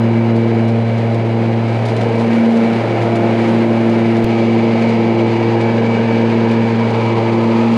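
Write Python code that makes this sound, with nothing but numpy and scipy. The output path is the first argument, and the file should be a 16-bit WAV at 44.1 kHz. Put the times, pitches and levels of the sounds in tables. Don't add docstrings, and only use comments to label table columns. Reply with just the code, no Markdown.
import sys
import numpy as np
from scipy import signal
from scipy.fft import rfft, irfft
from scipy.io import wavfile

SR = 44100
rng = np.random.default_rng(int(sys.argv[2]) if len(sys.argv) > 2 else 0)


def to_wav(s):
    ch = np.atleast_2d(s).T
    pcm = np.round(np.clip(ch, -1, 1) * 32767)
    wavfile.write(sys.argv[1], SR, pcm.astype(np.int16))


N = 342656
TIME = np.arange(N) / SR
CLICK_S = 4.2442


def from_db(db):
    return 10 ** (np.asarray(db) / 20)


def rms_one(x):
    return x / np.sqrt(np.mean(x ** 2) + 1e-20)


def in_time(rows):
    s, *columns = np.transpose(rows)
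    return [np.interp(TIME, s, column) for column in columns]


def drift(rate_hz):
    step = 40
    settle = 2000
    pole = np.exp(-2 * np.pi * rate_hz * step / SR)
    noise = rng.standard_normal(N // step + 2 + settle)
    slow = signal.lfilter([1], [1, -2 * pole, pole * pole], noise)[settle:]
    return np.interp(np.arange(N) / step, np.arange(len(slow)), rms_one(slow))


def coloured(x, spectrum):
    hz, db = np.transpose(spectrum)
    bins = np.maximum(np.fft.rfftfreq(N, 1 / SR), 1)
    gain = from_db(np.interp(np.log(bins), np.log(hz), db))
    gain = gain / np.maximum(bins / hz[-1], 1) ** 4
    return rms_one(irfft(rfft(x) * gain, N))


def blade_hum(angle, shake):
    # (first, second, third blade level [dB])
    hum_levels = [(-26, -33, -20), (-23.5, -19.5, -17), (-24.5, -27.5, -40), (-28.5, -47.5, -30)]
    # (time [s], lead of the second blade on the first [passes], lead of the third [passes])
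    blade_leads = [(0.0, -0.098, 0.091), (0.53, 0.038, 0.2), (0.69, -0.12, 0.077), (1.41, -0.235, 0.1),
                   (1.72, -0.19, 0.11), (2.13, -0.13, 0.22), (2.69, -0.12, 0.55), (2.84, -0.128, 0.65),
                   (3.02, -0.031, 0.71), (3.14, 0.011, 0.71), (3.49, -0.075, 0.61), (4.13, 0.02, 0.67),
                   (4.26, -0.058, 0.64), (4.92, 0.16, 0.71), (5.06, 0.0014, 0.67), (5.54, 0.032, 0.73),
                   (6.18, 0.25, 0.76), (6.54, 0.27, 0.77), (7.02, 0.133, 0.78), (7.18, 0.043, 0.74),
                   (7.57, 0.052, 0.662), (7.77, 0.18, 0.67)]
    leads = [0, *in_time(blade_leads)]
    starts = rng.uniform(0, 2 * np.pi, len(hum_levels))
    out = np.zeros(N)
    for lead, levels_db in zip(leads, np.transpose(hum_levels)):
        blade = angle + 2 * np.pi * lead
        tone = np.zeros(N)
        for harmonic, (db, start) in enumerate(zip(levels_db, starts), 1):
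            tone += from_db(db) * np.sin(harmonic * blade + start)
        out += np.sqrt(2) * tone * (1 + shake * drift(7.2))
    return out


def spindle_tones(angle, partials, twin_db, lead_hz, slip):
    near = angle + slip * drift(0.72)
    twin = angle + slip * drift(1.0) + 2 * np.pi * lead_hz * TIME
    twin_gain = from_db(twin_db)
    out = np.zeros(N)
    for multiple, db in partials:
        start = rng.uniform(0, 2 * np.pi, 2)
        near_tone = np.sin(multiple * near + start[0])
        twin_tone = twin_gain * np.sin(multiple * twin + start[1])
        out += from_db(db) * (near_tone + twin_tone)
    return out * np.sqrt(2 / (1 + twin_gain ** 2))


def blade_buzz(angle):
    # (time [s], fifth harmonic level [dB], sixth harmonic level [dB])
    buzz_levels = [(0, -38, -48), (.8, -30, -35), (1.6, -41, -34.5), (2.7, -29, -36), (3.2, -42, -26.5),
                   (3.9, -28, -35), (4.4, -42, -34), (4.85, -33, -31), (5.3, -42.5, -47), (7.77, -39, -40)]
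    partials = enumerate(in_time(buzz_levels), 5)
    return spindle_tones(angle, partials, twin_db=-10, lead_hz=0.15, slip=0.13)


def upper_harmonics(angle):
    # (multiple of the pass rate, level [dB])
    overtone_levels = [(7, -37.5), (8, -43.5), (9, -48), (10, -53.5), (11, -49.5)]
    return spindle_tones(angle, overtone_levels, twin_db=-5, lead_hz=0.1491, slip=0.23)


def motor_whine(angle):
    whine_multiples = [20, 25, 35]
    base_levels = [-40, -49, -53]
    swell_shares = [0.94, .6, .2]
    # (time [s], full swell [dB])
    whine_swell = [(0, -1), (.3, -1), (1.5, -4.5), (2.1, -1.5), (2.8, 1.5), (3.5, -2), (4.2, 1.5), (5.3, 3),
                   (5.95, 7), (6.5, 0.5), (7.1, 3.5), (7.77, -8)]
    swell_db, = in_time(whine_swell)
    levels_db = [db + share * swell_db for db, share in zip(base_levels, swell_shares)]
    return spindle_tones(angle, zip(whine_multiples, levels_db), twin_db=-7.5, lead_hz=.18, slip=0.051)


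def eddies(angle, throb, flutter_db):
    pulse = 1 + throb * np.cos(angle)
    return rng.standard_normal(N) * pulse * from_db(flutter_db * drift(25))


def deck_roar(angle):
    # (frequency [Hz], relative level [dB per Hz])
    roar_spectrum = [(30, -40.5), (70, -28), (105, -8.5), (150, -6.5), (200, 2.5), (270, -4.5), (340, -1),
                     (490, 0.5), (650, -3.5), (740, -8), (880, -5.5), (1000, -10.5), (1150, -18),
                     (1500, -33)]
    # (time [s], level [dB])
    roar_level = [(0, -21), (.4, -22.5), (1.7, -22.5), (2, -19), (2.55, -20.5), (3.35, -17.5),
                  (4.05, -20.5), (4.85, -19), (5.3, -19.5), (5.85, -19), (6.65, -21), (7.05, -19),
                  (7.77, -21.4)]
    level_db, = in_time(roar_level)
    return from_db(level_db) * coloured(eddies(angle, throb=0.042, flutter_db=0.25), roar_spectrum)


def resonance(hz, db, width_hz):
    phase = 2 * np.pi * np.cumsum(hz) / SR
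    lowpass = signal.butter(2, width_hz / 2, fs=SR, output="sos")
    shake = signal.sosfilt(lowpass, rng.standard_normal((2, N)))
    return from_db(db) * rms_one(shake[0] * np.cos(phase) + shake[1] * np.sin(phase))


def air_resonances():
    # (time [s], centre [Hz], level [dB])
    lower_mode = [(0, 667.5, -33.5), (1.2, 720.5, -35), (1.8, 720, -30), (2.4, 720.6, -32), (3, 696, -30.5),
                  (4.3, 704, -33), (4.85, 688, -32), (5.5, 875, -28), (6.3, 903, -33), (7.1, 942, -26.5),
                  (7.77, 900, -28.5)]
    upper_mode = [(0, 1560, -41), (1.2, 1560, -50), (2.4, 1540, -43), (3, 1330, -37.5), (3.5, 1540, -43),
                  (4.2, 1600, -50), (4.35, 2150, -44), (4.85, 2150, -33), (5.2, 2150, -43),
                  (5.6, 1630, -37), (6.75, 1640, -36.5), (7.1, 1180, -39), (7.77, 1165, -34)]
    lower = resonance(*in_time(lower_mode), width_hz=180)
    upper = resonance(*in_time(upper_mode), width_hz=300)
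    return lower + upper


def tip_hiss(angle):
    # (frequency [Hz], relative level [dB per Hz])
    early_spectrum = [(900, -22), (1280, 1.5), (1420, -1), (1570, 1), (1850, -0.5), (2170, 3), (2700, -4),
                      (3700, -11.5), (4850, -15), (5400, -22.5), (6200, -23.5), (8500, -32), (9600, -31),
                      (12000, -52)]
    late_spectrum = [(900, -17.5), (1290, 1.5), (1420, -5), (1600, -0.5), (1850, -2.5), (2280, 2.5),
                     (2700, -3), (3700, -11), (4800, -12.5), (5400, -22), (6200, -22), (8500, -33),
                     (9500, -34), (12000, -53.5)]
    # (time [s], level [dB])
    hiss_level = [(0, -33.5), (.7, -34.5), (1.7, -32.5), (2.15, -32), (2.33, -29.5), (2.55, -32),
                  (2.8, -29), (3.2, -31), (3.45, -28.5), (3.7, -31), (4.85, -30.5), (5.25, -31),
                  (5.85, -30.5), (6.6, -31), (7.05, -30), (7.77, -30.5)]
    level_db, = in_time(hiss_level)
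    tips = eddies(angle, throb=0.075, flutter_db=1.03)
    early, late = coloured(tips, early_spectrum), coloured(tips, late_spectrum)
    return from_db(level_db) * np.where(TIME < CLICK_S, early, late)


def shredding(angle, per_s, spread_db, chop):
    # (frequency [Hz], relative level [dB per Hz])
    leaf_spectrum = [(1500, -2), (3000, 7), (4800, 4), (5500, -1.5), (7200, -5.5), (8500, -9.5),
                     (9600, -10), (11000, -18), (12500, -28.5), (15500, -42.5)]
    born = rng.random(N) < per_s * (1 + chop * np.cos(angle)) / SR
    sizes = from_db(spread_db * np.minimum(rng.exponential(1, N), 4))
    signs = rng.choice([-1, 1], N)
    return coloured(born * sizes * signs, leaf_spectrum)


def shredded_leaves(angle):
    # (time [s], level [dB])
    leaf_level = [(0, -58), (1.1, -53), (1.6, -60), (1.75, -49), (2.35, -45.5), (3.1, -51.5), (3.5, -47),
                  (4.05, -55), (4.7, -51.5), (5.25, -56), (6.7, -57.5), (7.4, -51), (7.77, -45)]
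    level_db, = in_time(leaf_level)
    patches_db = 2.0 * drift(8.8)
    return from_db(level_db + patches_db) * shredding(angle, per_s=1500, spread_db=3.5, chop=0.51)


def clump_envelope(rise_s):
    # (time [s], level before rise and decay [dB], decay time [s])
    clump_hits = [(.359, -38, .012), (0.68, -38, .02), (0.98, -35, .008), (1.144, -37, .01),
                  (1.68, -41, .025), (1.852, -35, 0.029), (1.884, -35, .025), (1.964, -33, 0.015),
                  (2.01, -35, .015), (2.33, -38, .025), (2.73, -37, .012), (3.017, -35, .02),
                  (3.155, -30.5, .012), (3.418, -35, .01), (3.484, -34, 0.011), (3.896, -35, .008),
                  (4.167, -36, .015), (4.822, -36, .012), (4.888, -36, .012), (5.611, -35, .012),
                  (6.512, -35, .014), (6.904, -38, .015)]
    power = np.zeros(N)
    for s, db, decay_s in clump_hits:
        age = np.maximum(TIME - s, 0)
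        rise = 1 - np.exp(-age / rise_s)
        decay = np.exp(-np.minimum(age / decay_s, 20))
        power += (from_db(db) * rise * decay) ** 2
    return np.sqrt(power)


def leaf_clumps(angle):
    return clump_envelope(rise_s=0.00073) * shredding(angle, per_s=3500, spread_db=2.0, chop=0.42)


def click(tick_db, tick_s, thud_db, thud_s):
    age = np.clip(TIME - CLICK_S, 0, 1)
    tick = from_db(tick_db) * (age > 0) * np.exp(-np.minimum(age / tick_s, 20))
    thud = from_db(thud_db) * age / thud_s * np.exp(1 - np.minimum(age / thud_s, 20))
    return tick + thud


def scene():
    # (time [s], pass rate [Hz])
    blade_speed = [(0, 114.5), (.6, 114.5), (1.4, 114.3), (2.1, 114.55), (2.7, 114.3), (3.3, 114.5),
                   (4.1, 114.3), (4.8, 114.25), (5.3, 114.3), (5.8, 114.5), (7.77, 114.45)]
    pass_hz, = in_time(blade_speed)
    angle = 2 * np.pi * np.cumsum(pass_hz) / SR
    tones = blade_hum(angle, shake=0.034) + blade_buzz(angle) + upper_harmonics(angle) + motor_whine(angle)
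    air = deck_roar(angle) + air_resonances() + tip_hiss(angle)
    leaves = shredded_leaves(angle) + leaf_clumps(angle)
    tick = click(tick_db=-10, tick_s=.00006, thud_db=-11, thud_s=0.001)
    return (tones + air + leaves + tick)[None]


def record(dry):
    cutoff_hz = 15600
    lowpass = signal.ellip(10, .1, 90, cutoff_hz, fs=SR, output="sos")
    return signal.sosfilt(lowpass, dry)


dry = scene()
out = record(dry)
to_wav(out)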